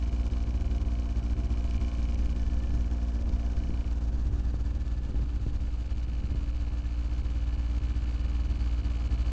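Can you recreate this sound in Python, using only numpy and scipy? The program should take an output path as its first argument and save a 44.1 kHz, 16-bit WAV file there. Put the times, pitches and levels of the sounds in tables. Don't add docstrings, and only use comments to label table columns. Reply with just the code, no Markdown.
import sys
import numpy as np
from scipy import signal
from scipy.fft import rfft, irfft, next_fast_len
from scipy.io import wavfile
from scipy.ndimage import uniform_filter1d, map_coordinates

SR = 44100
rng = np.random.default_rng(int(sys.argv[2]) if len(sys.argv) > 2 else 0)


def int16_out(signal):
    q = np.round(np.clip(np.atleast_2d(signal).T, -1, 1) * 32767)
    wavfile.write(sys.argv[1], SR, q.astype(np.int16))


N = 411005

IDLE_HZ = 58.15
# t/s, gain/dB
NEARNESS = [(0, -1), (3.6, -1), (4.6, -1), (5.8, -2.5), (7.8, 0.5), (9.32, 1)]
# f/Hz, gain before the turn/dB, gain after it/dB
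RATTLE_TONE = [(990, -24, -13.5), (2140, -7, -3), (3530, -4, -0.5), (4760, -3.5, 0), (5230, -3, -5),
               (5970, -3, -4), (7070, -7, -5), (8200, -16, -15.5), (9800, -17.5, -14.5),
               (10500, -38, -37.5)]


def amp(db):
    return 10 ** (np.asarray(db) / 20)


def unit(x):
    return x / np.sqrt(np.mean(x ** 2) + 1e-20)


def curve(points):
    return np.interp(np.arange(N) / SR, *np.transpose(points))


def wobble(rate):
    values = rng.standard_normal(int(N * rate / SR) + 4)
    return map_coordinates(values, [np.arange(N) * rate / SR])


def filtered(x, response):
    size = 2 * next_fast_len(N // 2 + SR // 4)
    return irfft(rfft(x, size) * response(np.fft.rfftfreq(size, 1 / SR)), size)[:N]


def coloured(x, points):
    def response(hz):
        f, db = np.transpose(points)
        gain = amp(np.interp(np.log(hz + 1), np.log(f), db))
        cepstrum = irfft(np.log(gain))
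        cepstrum[1:len(hz) - 1] *= 2
        cepstrum[len(hz):] = 0
        return np.exp(rfft(cepstrum))
    return filtered(x, response)


def ringing(x, modes):
    return filtered(x, lambda f: sum((-1) ** k * amp(db) * 1j * f * w / (c * c - f * f + 1j * f * w)
                                     for k, (c, w, db) in enumerate(modes)))


def strikes(phase, size, scatter_db):
    at = np.flatnonzero(np.diff(np.floor(np.maximum.accumulate(phase))))
    train = np.zeros(N)
    train[at] = size[at] * amp(scatter_db * rng.standard_normal(N // 100)[:len(at)])
    return train


def dying(train, t60):
    return signal.lfilter([1], [1, -amp(-60 / (t60 * SR))], train)


def sooner(x, seconds):
    return np.roll(x, -int(seconds * SR))


def turn_gain(levels_db, turn):
    before, after = levels_db
    return amp(before + (after - before) * turn)


def turn_filter(body, x, table, turn):
    before = unit(body(x, np.delete(table, -1, axis=1)))
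    after = unit(body(x, np.delete(table, -2, axis=1)))
    return unit((1 - turn) * before + turn * after)


def wind(breeze_db=-41, swing_db=1.5):
    # t/s, half length/s, level/dB
    gusts = [(0.703, 0.55, -46), (2.2, 0.38, -33.5), (2.693, 0.14, -33.5), (3.277, 0.07, -30.5),
             (3.648, 0.098, -32), (4.299, 0.17, -32.5), (4.548, 0.16, -38), (5.158, 0.13, -30),
             (5.543, 0.18, -33), (6.294, 0.23, -34)]
    # f/Hz, gain/dB
    rumble_tone = [(4, -11), (12, -5), (35, -8), (70, -12.5), (130, -23), (300, -31), (1000, -68),
                   (3000, -100)]
    t = np.arange(N) / SR
    breeze = amp(breeze_db + swing_db * wobble(1.4))
    power = breeze ** 2 + sum(amp(db) ** 2 * np.exp(-((t - s) / half) ** 2) for s, half, db in gusts)
    return np.sqrt(power) * unit(coloured(rng.standard_normal(N), rumble_tone))


def wind_bumps(rise_s=0.0058, t60=0.067):
    # t/s, thump peak/dB, knock peak/dB, amount of flutter
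    pushes = [(2.739, -27.5, -63, 0.11), (3.27, -40, -42, 0.04), (3.3, -25.5, -45, 0.03),
              (3.581, -27, -52, 0), (3.661, -32.5, -44, 0.05), (3.696, -22, -41, 0.03),
              (4.542, -27.5, -32, 0), (5.091, -27.5, -43, 0.1), (5.145, -27.5, -42, 0.02),
              (5.194, -39, -35.5, 0.05), (5.219, -32, -47, 0.08), (5.465, -21.5, -38, 0.03),
              (6.24, -27.5, -51, 0), (6.317, -27, -47, 0.1), (6.348, -26.5, -48, 0.03)]
    # f/Hz, gain/dB
    thump_tone = [(15, -24.5), (50, 6), (140, 0), (300, -8), (600, -27), (1500, -54), (4000, -59.5)]
    # f/Hz, gain/dB
    knock_tone = [(60, -7.5), (250, 8.5), (550, 4), (850, -14), (1300, -13.5), (4000, -48)]
    t = np.arange(SR // 8) / SR
    tail = (1 - np.exp(-t / rise_s)) * amp(-60 * t / t60)
    thumps, knocks = np.zeros((2, N + SR))
    for s, thump_db, knock_db, flutter in pushes:
        push = (t == 0) + flutter * tail * rng.standard_normal(len(t))
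        thumps[round(s * SR):][:len(t)] += amp(thump_db) * push
        knocks[round(s * SR):][:len(t)] += amp(knock_db) * push
    return sum(coloured(x[:N], tone) / coloured([1], tone).max()
               for x, tone in [(thumps, thump_tone), (knocks, knock_tone)])


def fan(crank, burn, multiple=30):
    # t/s, level/dB
    whine_level = [(1.8, -75), (2.35, -66), (4, -72.5), (4.65, -66.5), (5.4, -71), (7.2, -69.5),
                   (7.7, -64.5), (8.7, -67), (9.32, -69)]
    flutter = sooner(burn, 0.005) ** 1.4 * amp(1.9 * wobble(18)) * (1 + 0.34 * wobble(80))
    slip = 0.15 * wobble(55)
    whine = np.sin(2 * np.pi * (multiple * crank + slip))
    return amp(curve(whine_level)) * unit(flutter * whine)


def loose_metal(burn, t60=0.1, rise_s=0.004):
    # t/s, level/dB
    chirp_level = [(3.8, -77), (4.5, -79.5), (7.2, -75.5), (9.32, -70.5)]
    # t/s, level/dB
    clink_hits = [(4.484, -61), (6.582, -60), (7.95, -60), (8.125, -60), (8.595, -59.5), (8.91, -60),
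                  (8.98, -59.5), (9.115, -61)]
    # f/Hz, width/Hz, gain/dB
    metal_rings = [(4420, 94, -8.5), (4600, 97, -3)]
    t = np.arange(SR // 4) / SR
    clinks = np.zeros(N + SR)
    for s, db in clink_hits:
        clinks[round(s * SR):][:len(t)] += amp(db - 60 * t / t60) * (1 - np.exp(-t / rise_s))
    rubbing = unit(sooner(burn, 0.003) ** 2.3 * amp(2.2 * wobble(22)))
    ring = unit(ringing(rng.standard_normal(N), metal_rings))
    return (amp(curve(chirp_level)) * rubbing + clinks[:N]) * ring


def clutch(crank, burn, turn):
    # t/s, level/dB
    clack_level = [(0, -69), (1.3, -70.5), (1.85, -65.5), (2.6, -69.5), (5.3, -77.5), (9.32, -76)]
    blows = strikes(crank * 3 / 2 - 0.17 + 0.04 * wobble(90), burn ** 1.2, scatter_db=4)
    clacks = dying(blows, t60=0.007) * rng.standard_normal(N)
    return amp(curve(clack_level)) * turn_filter(coloured, clacks, RATTLE_TONE, turn)


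def rattle(burn, turn):
    # t/s, level/dB
    rattle_level = [(0, -62), (1.2, -62.5), (1.9, -61), (3, -62.5), (5.3, -63), (6.6, -62), (9.32, -59.5)]
    flicker = amp(2.26 * wobble(480) + 0.23 * wobble(25))
    chatter = unit((0.33 + sooner(burn, 0.0019)) * flicker) * rng.standard_normal(N)
    return amp(curve(rattle_level)) * turn_filter(coloured, chatter, RATTLE_TONE, turn)


def hood_and_cylinder(jolts, roughness=0.4):
    # f/Hz, width/Hz, gain added to its level below/dB
    rings = [(527, 14, -3.5), (680, 17, 0.5), (1060, 38, -5.5), (2290, 350, -3.5)]
    # t/s, level/dB
    hood_low = [(0, -59), (1.4, -66), (2.1, -56.5), (3.4, -60.5), (4.6, -63.5), (7, -66), (9.32, -65.5)]
    hood_mid = [(0, -58.5), (2.05, -58), (2.5, -63), (3.4, -57.5), (4.6, -67.5), (8, -67), (9.32, -60.5)]
    hood_high = [(0, -59), (1.2, -61), (1.9, -55.5), (2.8, -68.5), (5.4, -79), (7.5, -64.5), (9.32, -63)]
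    cylinder = [(1.2, -73), (1.8, -70.5), (2.2, -66.5), (2.8, -74)]
    shake = jolts + roughness * rng.standard_normal(N)
    return sum(amp(curve(level) + db) * unit(ringing(shake, [(hz, width, 0)]))
               for (hz, width, db), level in zip(rings, [hood_low, hood_mid, hood_high, cylinder]))


def chassis(crank, burn, turn, levels_db=(-53.5, -55.5), ring_db=-7, noise_db=-0.45):
    # f/Hz, width/Hz, gain before the turn/dB, gain after it/dB
    panel_rings = [(581, 33, 5.5, 5.5), (818.4, 26, 5.5, 9.5), (1233, 17, -18.5, 1.5)]
    # f/Hz, gain before the turn/dB, gain after it/dB
    frame_tone = [(243, -10.5, -19.5), (506, 4.5, 0.5), (640, -3.5, -5.5), (750, -7.5, -10.5),
                  (940, -0.5, -4), (1330, -6, -5.5), (1528, -4.5, -6), (2050, -15.5, -17.5),
                  (2700, -14.5, -12.5), (6200, -47.5, -44)]
    bang = sooner(burn, 0.0055)
    jolts = unit(strikes(crank + 0.02 * wobble(60), bang ** 0.5, scatter_db=0.5))
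    shake = jolts + 0.81 * bang ** 0.5 * rng.standard_normal(N)
    panels = turn_filter(ringing, shake, panel_rings, turn)
    drone = hood_and_cylinder(jolts)
    knocks = strikes(crank / 2 - 0.78, burn ** 0.71, scatter_db=1.5)
    noise_swell = 0.23 * unit(dying(knocks, t60=0.089)) + bang ** 0.4
    frame = turn_filter(coloured, noise_swell * rng.standard_normal(N), frame_tone, turn)
    gain = amp(curve(NEARNESS)) * turn_gain(levels_db, turn)
    return drone + gain * (amp(ring_db) * panels + amp(noise_db) * frame)


def pistons(crank, burn, turn, scraping=0.3, scrape_delay_s=0.002):
    # t/s, level/dB
    tick_level = [(0, -58.5), (1.35, -60), (1.8, -56), (3.25, -63.5), (3.85, -58), (4.05, -73.5),
                  (6, -63.5), (7.6, -62), (9.32, -58.5)]
    # t/s, level against the near one/dB
    far_level = [(1.2, -8), (1.8, -6.5), (2.6, -10.5), (4.6, -11.5), (6, 0.4)]
    # f/Hz, width/Hz, gain before the turn/dB, gain after it/dB
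    cylinder_rings = [(2154, 120, -7.5, -3.5), (2390, 130, -1, -1), (2596, 110, -9.5, -3),
                      (2960, 84, -0.5, 1), (4160, 61, -8, -4.5), (4540, 88, -13, -8)]
    near = strikes(crank / 2 - 0.725 + 0.0015 * wobble(30), burn ** 0.15, scatter_db=1)
    far_size = amp(curve(far_level)) * burn ** 0.18
    far = strikes(crank / 2 - 0.19 + 0.0018 * wobble(30), far_size, scatter_db=0.7)
    slaps = near + far
    scrape = dying(np.roll(slaps, int(scrape_delay_s * SR)), t60=0.012) * rng.standard_normal(N)
    contact = unit(slaps) + scraping * unit(scrape)
    return amp(curve(tick_level)) * turn_filter(ringing, contact, cylinder_rings, turn)


def combustion(swing=0.36, swing_firings=3.4, spread_s=0.004, gap_s=0.011, rebound_s=0.033):
    # t/s, relative depth (0-1)
    misfires = [(0.109, 0.8), (0.299, 0.8), (0.451, 0.6), (0.59, 0.7), (0.641, 1), (0.692, 0.9),
                (0.794, 0.8), (0.846, 1), (1.145, 0.5), (1.219, 0.6), (1.357, 0.9), (1.427, 0.5),
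                (1.483, 0.8), (1.685, 0.5), (1.792, 1), (1.968, 0.4), (2.078, 0.5), (2.168, 0.8),
                (2.347, 0.8), (2.499, 0.3), (2.893, 0.7), (3.245, 0.7), (3.843, 0.6), (4.113, 0.7),
                (4.307, 0.8), (4.431, 0.6), (4.533, 0.7), (4.583, 0.6), (4.635, 0.8), (4.683, 0.3),
                (4.732, 0.9), (4.788, 0.8), (4.841, 0.6), (4.959, 0.5), (5.011, 0.8), (5.132, 0.7),
                (5.394, 0.8), (5.588, 0.8), (5.837, 0.6), (5.886, 0.9), (5.948, 0.9), (6.065, 0.6),
                (6.221, 0.5), (6.286, 0.7), (6.341, 0.8), (6.703, 0.6), (6.834, 0.6), (7.087, 0.6),
                (7.227, 1), (7.566, 0.5), (7.806, 0.9), (7.94, 0.5), (8.005, 0.5), (8.176, 0.7),
                (8.225, 0.6), (8.275, 0.4), (8.431, 0.5), (8.479, 0.8), (8.537, 0.6), (8.583, 0.8),
                (8.824, 0.9), (9.094, 0.9), (9.17, 0.5), (9.243, 0.5)]
    at, size = np.transpose(misfires)
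    edges = np.r_[0, at, N / SR]
    swings = np.maximum(1, np.round(np.diff(edges) * IDLE_HZ / swing_firings))
    uneven_time = np.arange(N) / SR + spread_s * wobble(10)
    cycle = np.interp(uneven_time, edges, np.r_[0, np.cumsum(swings)])
    t = np.arange(-SR // 8, SR // 8 + 1) / SR
    dip = 0.8 * np.exp(-0.5 * (t / gap_s) ** 2)
    rebound = 0.08 * np.exp(-0.5 * ((abs(t) - rebound_s) / gap_s) ** 2)
    misses = np.bincount((at * SR).astype(int), size, minlength=N)[:N]
    holes = signal.fftconvolve(misses, rebound - dip, "same")
    unrest = 0.09 * wobble(60)
    burn = np.abs((1 + holes) * (1 - swing * np.cos(2 * np.pi * cycle) + unrest))
    burn = burn / uniform_filter1d(burn, SR // 7)
    return unit(burn / (1 + (burn / 2.13) ** 4) ** (1 / 4))


def exhaust(crank, burn, turn, boom_db=(-27.5, -29), hum_db=(-41.5, -44), ring_db=-7):
    # multiple of the firing rate, gain before the turn/dB, gain after it/dB
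    overtones = [(2, -4, -0.5), (3, -5.5, -10.5), (4, 1.5, -6), (5, -3, -2.5)]
    # f/Hz, width/Hz, gain before the turn/dB, gain after it/dB
    pipe_rings = [(210.4, 6.1, 4, 4.5), (298.7, 15, -6.5, -11.5), (362.3, 8.1, -1.5, -9)]
    # f/Hz, gain/dB
    muffler_tone = [(15, -27), (40, 0), (76, -0.5), (88, -2.5), (99, 5.5), (130, 1.5), (170, -21.5),
                    (260, -26), (330, -12), (420, -23.5), (1200, -43.5), (3000, -80.5)]
    # f/Hz, width/Hz, cancelling wave/dB
    side_chamber = [(245, 22.3, -6.5)]

    def flow(lead_s):
        return unit(0.13 + sooner(burn, lead_s) ** 1.14)

    hurry = 3 * dying(burn - burn.mean(), t60=0.27) / SR
    boom = unit(burn * np.cos(2 * np.pi * (crank - 0.27 + hurry)))
    tones = sum(turn_gain(db, turn) * flow(0.031 / k) * np.sin(2 * np.pi * k * crank)
                for k, *db in overtones)
    puff_phase = crank + 0.16 + 0.012 * wobble(60)
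    unevenness = burn.mean() - burn + 0.025 * wobble(58)
    puffs = strikes(puff_phase, unevenness, scatter_db=0)
    pipe = amp(ring_db) * turn_filter(ringing, puffs, pipe_rings, turn)
    muffler = unit(coloured(puffs, muffler_tone))
    hum = tones + np.sqrt(flow(0.012)) * pipe + muffler
    hum = hum - ringing(hum, side_chamber)
    return amp(curve(NEARNESS)) * (turn_gain(boom_db, turn) * boom + turn_gain(hum_db, turn) * hum)


def scene():
    turn = curve([(3.47, 0), (5, 1)])
    firing_hz = IDLE_HZ + 0.15 * wobble(3)
    shaft_jitter = 0.0095 * wobble(18)
    crank = np.cumsum(firing_hz) / SR + shaft_jitter
    burn = combustion()
    engine = (exhaust(crank, burn, turn) + chassis(crank, burn, turn) + rattle(burn, turn)
              + pistons(crank, burn, turn) + clutch(crank, burn, turn)
              + loose_metal(burn) + fan(crank, burn))
    return (engine + wind() + wind_bumps())[None]


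def record(dry):
    fade_hz, top_hz = 8700, 9740
    return filtered(dry[0], lambda hz: (hz < top_hz) / np.sqrt(1 + (hz / fade_hz) ** 34))[None]


dry = scene()
out = record(dry)
int16_out(out)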